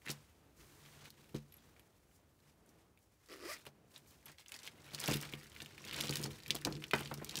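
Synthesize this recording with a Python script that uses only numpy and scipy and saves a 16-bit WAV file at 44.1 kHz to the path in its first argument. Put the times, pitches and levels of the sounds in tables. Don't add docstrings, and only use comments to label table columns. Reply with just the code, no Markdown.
import sys
import numpy as np
from scipy import signal
from scipy.fft import rfft, irfft, next_fast_len
from scipy.io import wavfile
from scipy.ndimage import uniform_filter1d, map_coordinates

SR = 44100
rng = np.random.default_rng(int(sys.argv[2]) if len(sys.argv) > 2 else 0)


def store_wav(level_fs):
    pcm = np.round(np.clip(np.atleast_2d(level_fs), -1, 1) * 32767)
    wavfile.write(sys.argv[1], SR, pcm.T.astype(np.int16))


def nominal_scale(level):
    x = np.asarray(level, float) / 20
    return 10 ** x


N = 326340

# (time [s], peak [dB], ring [Hz], treble above the ring [dB])
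CLOSED_KNOCKS = [(0.019, -60, 2220, -5.5), (0.0517, -55, 1830, -21), (0.0565, -53, 8870, -7),
                 (0.0612, -43.5, 2160, -17), (0.0746, -38.5, 2020, -25), (0.084, -36, 2500, -19.5),
                 (0.0912, -40, 7530, -11), (0.1019, -25, 5020, -20.5), (0.1136, -35.5, 5470, -1),
                 (0.8524, -54.5, 2540, -12.5), (0.8602, -47, 2350, -20), (0.8873, -57, 2060, -6.5),
                 (0.9904, -60, 3390, -19), (1.0412, -60, 4170, -15), (1.0559, -44.5, 2320, -11),
                 (1.2428, -57, 2450, -10), (1.2929, -57.5, 2670, -6), (1.3463, -45, 3280, -12),
                 (1.3626, -45.5, 4900, -12), (1.3829, -57, 4740, -15), (1.5234, -54.5, 3470, -10),
                 (1.5419, -57.5, 2400, -6), (1.5681, -68, 2310, 6), (1.583, -55, 2590, -18),
                 (1.6104, -78, 5700, -13), (1.6733, -78, 2210, -17), (1.7644, -58, 2290, -17),
                 (1.7954, -53, 2280, -7), (1.9537, -72, 2610, -9), (2.1136, -63.5, 1980, -14),
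                 (2.3906, -65, 2330, -11), (2.4027, -66, 4290, -14), (2.6616, -62, 8870, -9),
                 (2.6915, -58.5, 6200, -8), (2.9744, -60, 2290, -10.5), (2.9898, -71, 4050, 2),
                 (3.1375, -75, 2320, -5.5), (3.2603, -57, 5180, -10)]
SLIDER_CLICKS = [(3.2743, -66, 5280, -6.5), (3.2874, -53, 4450, -11), (3.2982, -51.5, 4660, -17),
                 (3.3172, -51, 2120, -7), (3.3235, -49.5, 2870, -13), (3.328, -50, 5010, -15),
                 (3.3346, -50.5, 2320, -9), (3.3405, -48.5, 5180, -18), (3.349, -54, 1870, -12),
                 (3.3614, -58, 2180, -1), (3.3696, -60, 2060, -4), (3.3804, -59, 5270, -11),
                 (3.3915, -61, 2150, -15), (3.407, -57, 2080, -6), (3.421, -54, 2400, -12.5)]
OPENED_KNOCKS = [(3.6534, -50, 1980, -4), (3.6659, -46.5, 2840, -4.5), (3.6886, -59, 5430, -9),
                 (3.9504, -54.5, 4890, -16), (3.9614, -43.5, 3700, -19), (3.9783, -51.5, 8060, -5.5),
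                 (4.1088, -56, 9260, -7), (4.2187, -74, 6180, -7), (4.2277, -64, 2020, -8),
                 (4.258, -57, 3520, 5.5), (4.263, -48, 3250, -11), (4.2816, -50.5, 3860, -16.5),
                 (4.317, -54, 5020, -16), (4.384, -45.5, 3180, -15), (4.4108, -53, 3270, -18),
                 (4.4609, -50.5, 2830, -14), (4.4829, -47, 5960, -9), (4.4922, -52.5, 2250, -7),
                 (4.4958, -50.5, 8620, -8), (4.52, -40.5, 2310, -5), (4.5414, -39, 4640, -15),
                 (4.5503, -47, 5430, -8.5), (4.5632, -45, 4990, -7), (4.5903, -41, 4850, -23),
                 (4.6319, -40.5, 5000, -23), (4.6356, -53, 4760, -10), (4.6537, -49, 9290, -5),
                 (4.6648, -43, 3540, -17), (4.6686, -44, 7030, -17), (4.6755, -37, 2960, -13.5)]
SPILL_KNOCKS = [(4.9285, -56, 5810, -8), (4.947, -32.5, 4200, -9.5), (4.9621, -51, 4150, -8),
                (4.987, -36.5, 3300, -19), (5.0013, -30, 7500, -13.5), (5.014, -36.5, 5050, -17),
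                (5.0393, -34, 3490, -5), (5.0592, -29.5, 5440, -18), (5.0708, -39, 9620, -5),
                (5.0812, -27.5, 3520, -7), (5.1114, -29, 5080, -17), (5.121, -29, 5650, -17),
                (5.1329, -32, 3440, -11), (5.1374, -26.5, 3120, -9), (5.16, -41, 3260, 1),
                (5.1695, -35, 2866, -4), (5.2044, -41.5, 3580, -9), (5.2128, -35.5, 5570, -8.5),
                (5.2258, -38, 4850, -7), (5.2327, -36.5, 2360, -18), (5.2899, -49, 2530, -19),
                (5.3251, -44, 2330, -7), (5.3365, -36, 2600, -12.5), (5.3531, -52, 1520, -3.5),
                (5.433, -51, 1850, -8), (5.4682, -53, 5700, -18), (5.4983, -51, 7630, -9),
                (5.5183, -49.5, 3480, -21), (5.5459, -55, 2330, -12), (5.5505, -50.5, 4060, -6),
                (5.5627, -44, 2260, -17), (5.574, -55, 1730, -8), (5.5902, -61, 8670, -5),
                (5.6028, -36, 2520, -25), (5.606, -50, 2660, -9), (5.6193, -34.5, 3500, -17),
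                (5.6254, -44, 8130, -11), (5.6477, -45, 4430, -13), (5.6601, -42.5, 2900, -11),
                (5.7211, -54.5, 2190, -21), (5.7483, -58, 5600, -7), (5.78, -43.5, 2270, -18)]
POUR_KNOCKS = [(5.8418, -42.5, 2580, -24), (5.85, -39.5, 4060, -5), (5.8655, -41, 2510, -14),
               (5.885, -37, 3300, -17), (5.8943, -38, 2990, -14.5), (5.9113, -34.5, 2830, -17),
               (5.9262, -37, 3040, -27), (5.944, -32.5, 3170, -28), (5.9628, -36, 5670, -6),
               (5.9672, -37.5, 2290, -16.5), (5.9743, -39, 3740, -15), (5.9786, -37, 4150, -15),
               (5.9876, -32.5, 3120, -14), (6.005, -33, 2940, -9), (6.0094, -24.5, 4060, -10),
               (6.0325, -52, 3950, -11), (6.0367, -30, 3390, -19), (6.055, -38, 3070, -8),
               (6.0713, -35, 4930, -21), (6.0825, -34, 3320, -19), (6.094, -28.5, 4370, -13),
               (6.109, -30, 6600, -11), (6.1257, -32.5, 3160, -20), (6.131, -45, 2860, 1),
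               (6.1371, -34, 2760, -9), (6.1563, -24, 4550, -14), (6.1696, -32, 3330, -5),
               (6.1961, -40, 4980, -16), (6.2151, -39.5, 8990, -7), (6.2276, -38, 3270, -2),
               (6.2357, -34, 4810, -13), (6.2399, -27.5, 5070, -11), (6.2602, -34.5, 4800, -10),
               (6.3129, -56.5, 2850, -5), (6.3305, -55.5, 2610, -19.5), (6.3376, -69, 2780, -6),
               (6.3651, -66, 2570, -9.5), (6.3795, -61, 5040, -13.5)]
SPREAD_KNOCKS = [(6.4024, -44, 3860, -17), (6.4345, -43.5, 4300, -12), (6.4615, -43, 2470, -13),
                 (6.4671, -47.5, 4110, -8), (6.48, -45, 3260, 0), (6.5059, -18, 3523, -19),
                 (6.5475, -37, 4890, -7.5), (6.552, -33.5, 4240, 1), (6.562, -34, 3460, -13),
                 (6.5867, -47, 2250, -6), (6.6144, -41.5, 4760, -7.5), (6.6496, -19.5, 4300, -15.5),
                 (6.6703, -36.5, 1270, -10), (6.7025, -51, 1140, -5), (6.7248, -36, 4280, -15),
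                 (6.7532, -40.5, 4200, -25), (6.7656, -47.5, 2560, -18), (6.8029, -57, 9280, -12),
                 (6.8229, -40, 2224, -14), (6.8397, -33, 2900, -16.5), (6.8674, -52, 3890, -5),
                 (6.8819, -48, 5720, -19)]
SWEEP_KNOCKS = [(6.9109, -30, 2804, -14), (6.9347, -21, 1904, -18.5), (6.9377, -22, 2435, -24),
                (6.9513, -37, 1900, -9.5), (6.9612, -39.5, 2290, -3), (6.983, -36.5, 2920, -17),
                (6.9921, -46, 1700, 3), (7.0013, -41, 2930, -19), (7.0058, -46.5, 1280, 5),
                (7.0097, -42.5, 2920, -5), (7.0313, -44, 3230, -21), (7.0384, -50, 3120, -27),
                (7.0502, -43.5, 5380, -15), (7.0582, -36, 3000, -18), (7.0742, -43, 3330, -10.5),
                (7.0885, -59, 4380, -5), (7.114, -37, 1310, -25), (7.1196, -45, 2220, -24),
                (7.1407, -37.5, 5200, -3.5), (7.1754, -40.5, 4560, -17), (7.1944, -56, 3960, -12),
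                (7.2004, -51, 1610, -23), (7.2149, -51, 1220, -17), (7.2252, -55, 1160, -13),
                (7.2334, -59, 1430, -10), (7.2457, -35.5, 4590, -3), (7.2724, -52, 4700, -10),
                (7.2911, -40, 5700, -13), (7.2943, -32, 3670, -13), (7.3098, -36, 4540, -16),
                (7.331, -51, 2537, -14), (7.343, -40, 2390, -12.5), (7.3556, -28.5, 4020, -13),
                (7.3692, -29.5, 5450, -8.5), (7.3757, -27.5, 3350, -19), (7.3884, -33, 6090, -10)]
FURTHER_KNOCKS = [
    (0.0642, -40, 2090, -14),
    (0.0938, -32, 2370, -22),
    (1.104, -47, 4400, -3.5),
    (5.077, -30.5, 2640, -7),
    (5.1411, -28.5, 3200, -7),
    (6.499, -45.5, 1900, -15),
    (6.51, -37, 5000, -4),
    (6.569, -39, 3560, -8.5),
    (6.621, -48, 1610, -23),
]
# (time [s], tooth rate [teeth/s], level [dB])
ZIP_STROKE = [
    (3.285, 172, -58),
    (3.335, 165, -53),
    (3.385, 105, -61),
    (3.43, 250, -53),
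    (3.457, 350, -46),
    (3.478, 489, -50),
    (3.5, 598, -46),
    (3.535, 652, -48),
    (3.6, 560, -69),
]
# (centre [Hz], width [Hz], gain [dB])
POUCH_MODES = [(350, 95, 0), (600, 330, 0), (1190, 210, 2), (1950, 190, 1), (2480, 260, -4),
               (5000, 700, -5)]
# (time [s], peak [dB], pitch [Hz])
TAB_RINGS = [
    (1.5229, -60.5, 11700),
    (1.54, -58, 11760),
    (1.5673, -62, 11600),
    (1.796, -70, 11800),
    (4.2572, -51, 11480),
]
# (peak time [s], 10 dB swell [s], 10 dB fade [s], rustle [dB], table drumming above rustle [dB])
POUCH_MOVES = [(0.105, .02, .03, -48, -14), (0.062, .03, .2, -60, -6), (0.6, 0.025, 0.8, -64, 1),
               (1.081, 0.22, 0.012, -56.5, -12), (1.2, 0.1, 0.14, -67, -2), (1.355, .006, .025, -50, -2),
               (1.57, 0.04, 0.3, -69, -2.5), (2.49, 0.07, 0.04, -68, -2), (2.81, 0.1, 0.04, -74, -6),
               (3.56, 0.1974, 0.05, -58, -10.5), (3.669, 0.006, 0.008, -52, -13),
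               (3.968, 0.0326, .02, -59, -23), (4.1, .1, .15, -69, -4), (4.3, 0.03, .022, -54, -13),
               (4.395, .01, .022, -58, -14), (4.55, 0.04, 0.0284, -54, -25), (4.67, 0.09, 0.04, -57, -28),
               (4.83, .07, .2, -63, -8)]
# (peak time [s], 10 dB swell [s], 10 dB fade [s], rustle [dB], table drumming above rustle [dB])
PEN_MOVES = [(4.955, 0.0536, 0.26, -51.5, -12.5), (5.128, 0.0824, 0.02, -40.5, -11),
             (5.229, 0.0943, 0.13, -53, 1.5), (5.6, .5, -0.3, -62, -1), (5.86, 0, 0.2, -53.5, -12),
             (6.0, 0.12, 0.2, -47.5, -5), (6.251, 0.27, 0.11, -52.5, 7), (6.47, 0, 0.24, -57, 6.5),
             (6.671, 0.02, 0.1, -63, 24), (6.85, -0.43, -0.1, -63, -6), (6.944, 0, 0.13, -48.5, 5),
             (7.17, -0.03, 0.2, -64, 11.5), (7.309, -0.07, 4.82, -57, -4), (7.4, 0.06, 1.33, -48, -1.5)]
# (peak time [s], 10 dB swell [s], 10 dB fade [s], level [dB])
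SKIN_GLIDES = [
    (0.572, .012, 1.2, -70),
    (2.165, .06, .012, -70),
    (2.7, .03, .03, -75),
    (3.03, .03, .03, -75),
    (3.91, .012, .1, -70),
    (4.075, .006, .08, -66),
]
# (frequency [Hz], density [dB])
CLOTH_COLOUR = [(290, -4.5), (500, -4), (736, -6), (984, -4), (2060, -7), (9000, -18), (11700, -55),
                (19800, -120)]
# (frequency [Hz], density [dB])
HISS_COLOUR = [(3000, -7), (6000, 1), (9000, -1), (16000, -3.5)]
# (time [s], level [dB], hardness [dB])
TABLE_BLOWS = [(0.064, -40, -27), (0.092, -30.5, -19), (1.344, -23.5, -25), (1.361, -40, -17),
               (3.667, -44.5, -1.5), (4.934, -38.5, -11), (5.085, -19, -8.5), (5.109, -20.5, -16.5),
               (5.13, -35, -18.5), (5.15, -24.5, -35), (5.333, -32, -16.5), (5.619, -41, -11.5),
               (5.85, -47, -14), (5.909, -49, -18.5), (6.038, -37.5, -1), (6.094, -25, -14),
               (6.197, -30.5, -16), (6.24, -32.5, -26.5), (6.255, -30.5, -8), (6.504, -33, -20),
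               (6.548, -30.5, -7), (6.653, -27, -11), (6.671, -27, -3), (6.711, -33.5, -10.5),
               (6.935, -25, 2), (7.005, -34.5, -3), (7.115, -32, -3), (7.178, -35.5, -16), (7.217, -32, -9),
               (7.346, -38, -16), (7.376, -36, -28)]
# (frequency [Hz], level [dB], t60 [s])
TABLE_MODES = [(51.55, -16.5, 0.23), (87, -16.5, 0.19), (143.4, -3, 0.3), (220.4, -7.5, 0.23),
               (299.65, -2, 0.076), (352.4, -4, 0.094), (414.1, -4, 0.096), (500, -8, 0.2)]
# (frequency [Hz], t60 [s])
ECHO_DECAY = [(500, 0.32), (3000, 0.042), (12000, 0.036)]
# (frequency [Hz], density [dB])
ROOM_COLOUR = [(41, -42), (70, -8), (189, -7.5), (237, -11), (284, -10), (325, -11), (373, -11.5),
               (15500, -47)]


def pens():
    in_cloth = CLOSED_KNOCKS + SLIDER_CLICKS + OPENED_KNOCKS
    in_open = SPILL_KNOCKS + POUR_KNOCKS + SPREAD_KNOCKS + FURTHER_KNOCKS + SWEEP_KNOCKS
    muffled = knocks(*np.transpose(in_cloth), snap_s=0.0081, rattle_db=-18)
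    clear = knocks(*np.transpose(in_open), snap_s=0.0081, rattle_db=-22)
    return muffled + clear + patter()


def patter():
    rustle_db = handling()[0]
    when, strength, pitch, brightness = rng.random((900, 4)).T
    s = when * (N - 1) / SR
    busy_db = rustle_db[(s * SR).astype(int)]
    db = busy_db + 0.09 * (busy_db + 70) - 1.74 * np.log(0.083 + strength)
    db = db - 6 * (s < ZIP_STROKE[0][0])
    return knocks(s, db, 1900 * np.exp(1.136 * pitch), -14 + 12 * brightness, snap_s=0.018, rattle_db=-11.5)


def knocks(s, db, hz, treble_db, snap_s, rattle_db):
    t = np.arange(2048) / SR
    f = np.fft.rfftfreq(len(t), 1 / SR) + 1
    hump = bursts(np.exp(-(np.log2(f / hz[:, None]) / 0.94) ** 2))
    tick = bursts(np.ones((len(s), 1)) / (1 + (6000 / f) ** 6) / (1 + f / 9000))
    life = snap_s * np.exp(0.189 * rng.standard_normal((len(s), 1)))
    life = life * (3500 / hz)[:, None] ** 0.55
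    body = hump * (nominal_scale(-6.5 - 60 * t / (1.4 * life)) + nominal_scale(rattle_db - 60 * t / 0.0968))
    mode = np.sin(2 * np.pi * hz[:, None] * t) * nominal_scale(4.5 - 60 * t / (0.44 * life))
    tick_decay = nominal_scale(-60 * t / 0.007) + nominal_scale(rattle_db - 1.5 - 60 * t / 0.086)
    bright = nominal_scale(treble_db + 4)[:, None] * tick * tick_decay
    attack = 1 - np.exp(-t / 0.000138)
    shape = (body + mode + bright) * attack
    return scatter(np.round(s * SR).astype(int), nominal_scale(db)[:, None] * shape)


def zipper():
    slow_rate, brake_s = 304, 3.51
    rate, teeth_db = curves(ZIP_STROKE)
    t = np.arange(N) / SR
    braking = t > brake_s
    starting = np.clip((t - ZIP_STROKE[0][0]) / 0.004, 0, 1)
    stopping = np.clip((ZIP_STROKE[-1][0] - t) / 0.062, 0, 1)
    moving = starting * stopping
    unevenness = (16 / rate + 0.04 * braking) * wobble(120)
    teeth = np.cumsum(rate * (1 + unevenness) * (moving > 0)) / SR
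    since_tooth = teeth % 1

    ticks = np.diff(np.floor(teeth), prepend=0) * nominal_scale(700 / rate * rng.standard_normal(N))
    grit_db = -8 - 10 * (rate > slow_rate) + 5 * braking
    grit = nominal_scale(grit_db) * rng.standard_normal(N) * np.exp(-3 * since_tooth)
    drive = ticks + grit
    sharpness = nominal_scale(-12 + 13 * np.clip((rate - 400) / 200, 0, 1))
    sharp_drive = sharpness * drive
    damped = nominal_scale(-11 * np.clip((t - brake_s) / 0.02, 0, 1))
    peaks = [(hz, width, nominal_scale(level)) for hz, width, level in POUCH_MODES]
    low = damped * (resonant(drive, peaks[:1]) - resonant(sharp_drive, peaks[1:3]))
    buzz = levelled(low - resonant(sharp_drive, peaks[3:]), 900)

    pulse = levelled(np.exp(-since_tooth * 350 / rate), 1500)
    scrape = pulse * noise([(2500, 2.0), (4500, -0.5), (8000, 1.0), (16000, -5)])
    scrape_db = -12 + 0.0243 * np.clip(rate - slow_rate, 0, None)
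    return moving * nominal_scale(teeth_db) * (buzz + nominal_scale(scrape_db) * scrape)


def tab():
    s, db, hz = np.transpose(TAB_RINGS)
    t = np.arange(2000) / SR
    phase = 2 * np.pi * hz[:, None] * t
    ring = nominal_scale(-60 * t / 0.039) * (np.sin(phase) + 0.22 * np.sin(0.92 * phase))
    return scatter(np.round(s * SR).astype(int), nominal_scale(db + 5.5)[:, None] * ring)


def table():
    s, db, hard_db = np.transpose(TABLE_BLOWS)
    start = np.round(s * SR).astype(int) - 60
    push = np.hanning(round(0.0023 * SR))[None] / (0.0032 * SR)
    soft = scatter(start, nominal_scale(db + 53)[:, None] * push)
    modes = [(hz, np.log(1000) / np.pi / t60, nominal_scale(level) * t60 * 7.05) for hz, level, t60 in TABLE_MODES]

    t = np.arange(2048) / SR
    f = np.fft.rfftfreq(len(t), 1 / SR) + 1
    wood = bursts(np.exp(-(np.log2(f / 480) / 1.57) ** 2) * np.ones((len(s), 1)))
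    decay = nominal_scale(-60 * t / 0.1) * (1 - np.exp(-t / 0.00035))
    knock = scatter(start, nominal_scale(db + hard_db - 6)[:, None] * wood * decay)

    friction = uniform_filter1d(rng.standard_normal(N), size=60)
    rub = unit(resonant(friction, modes)) * nominal_scale(handling()[1] - 1 + 0.95 * wobble(14))
    return resonant(soft, modes) + knock + rub


def cloth():
    t = np.arange(N) / SR
    lifted = t < 1
    rustle_db = handling()[0]
    clumps = (1.4 * wobble(30) + 2 * wobble(120)) * np.where(lifted, 0.4, 1)
    body = nominal_scale(rustle_db - 4 + clumps) * noise(CLOTH_COLOUR)
    hiss_db = -74 + 0.57 * (rustle_db + 65)
    hiss_db = hiss_db - 5.5 * (t > PEN_MOVES[0][0])
    hiss = nominal_scale(hiss_db + clumps + 0.34 * wobble(53)) * noise(HISS_COLOUR)
    lift_glide = lifted * nominal_scale(swells(*SKIN_GLIDES[0], -120))
    glide = nominal_scale(swells(*np.transpose(SKIN_GLIDES[1:]), -120)) + lift_glide
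    return body + hiss + glide * noise(HISS_COLOUR)


def handling():
    *timing, db, drum_db = np.transpose(POUCH_MOVES + PEN_MOVES)
    return swells(*timing, db, -95), swells(*timing, db + drum_db, -85.5)


def swells(s, swell, fade, db, rest_db):
    t = np.arange(0, N / SR, 1 / 1000)[:, None]
    distance = np.where(t < s, (s - t) / np.abs(swell), (t - s) / np.abs(fade))
    power = nominal_scale(2 * db - 20 * distance)
    level_db = 10 * np.log10(power.sum(axis=1) + nominal_scale(2 * rest_db))
    return curves(np.transpose([t[:, 0], level_db]))[0]


def sway():
    weight_db = uniform_filter1d(handling()[1], size=int(0.21 * SR))
    sway_db = -72.5 + 0.35 * (weight_db + 78.5) + 2.2 * wobble(12)
    return nominal_scale(sway_db) * noise([(30, -33), (45, 6.0), (105, 4), (135, -31.5)])


def room(x):
    wet, block = np.zeros(N + SR), SR // 10
    for a in range(0, N, block):
        hz, t, z = signal.stft(rng.standard_normal(SR // 5), SR, nperseg=128)
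        decay = nominal_scale(-60 * t / along(ECHO_DECAY, hz)[:, None])
        tail = signal.istft(z * decay, SR, nperseg=128)[1]
        part = signal.fftconvolve(x[a:a + block], tail / np.linalg.norm(tail))
        wet[a + 60:][:len(part)] += part
    return wet[:N]


def room_tone():
    return nominal_scale(-71.5 + 3.3 * wobble(4.504)) * noise(ROOM_COLOUR)


def unit(x):
    return x / np.sqrt(np.mean(x ** 2) + 1e-20)


def levelled(x, size):
    return x / np.sqrt(np.abs(uniform_filter1d(x ** 2, size=size)) + 1e-12)


def along(points, hz):
    f, v = np.transpose(points)
    return np.interp(np.log(hz + 1), np.log(f + 1), v)


def curves(rows):
    s, *cols = np.transpose(rows)
    return [np.interp(np.arange(N) / SR, s, c) for c in cols]


def wobble(rate):
    return map_coordinates(rng.standard_normal(int(N * rate / SR) + 4), [np.arange(N) * rate / SR])


def filtered(x, response):
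    m = next_fast_len(N + SR // 2)
    return irfft(rfft(x, m) * response(np.fft.rfftfreq(m, 1 / SR)), m)[:N]


def noise(spectrum):
    def colour(hz):
        return nominal_scale(along(spectrum, hz)) * (hz > spectrum[0][0] / 2)
    return unit(filtered(rng.standard_normal(N), colour))


def bursts(colour):
    rows = irfft(rfft(rng.standard_normal((len(colour), 2048))) * colour)
    return rows / np.sqrt(np.mean(rows ** 2, axis=1, keepdims=True))


def resonant(x, peaks):
    def response(f):
        total = 0
        for k, (c, w, g) in enumerate(peaks):
            total = total + (-1) ** k * g * 1j * f * w / (c * c - f * f + 1j * f * w)
        return total
    return filtered(x, response)


def scatter(start, shapes):
    where = start[:, None] + np.arange(shapes.shape[1])
    return np.bincount(where.ravel(), shapes.ravel(), N + shapes.shape[1])[:N]


def scene():
    sharp = pens() + tab()
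    echo = nominal_scale(-8.5) * room(sharp)
    mix = sharp + zipper() + echo + table() + cloth() + sway() + room_tone()
    return mix[None]


def roll_off(x):
    return signal.sosfilt(signal.butter(12, 16950, fs=SR, output="sos"), x)


def record(dry):
    def response(hz):
        bass_cut = (1j * hz / (35 + 1j * hz)) ** 3
        return bass_cut * np.where(hz > 15700, nominal_scale(-15), 1)
    mix = filtered(dry[0], response)[None]
    return roll_off(mix)


dry = scene()
out = record(dry)
store_wav(out)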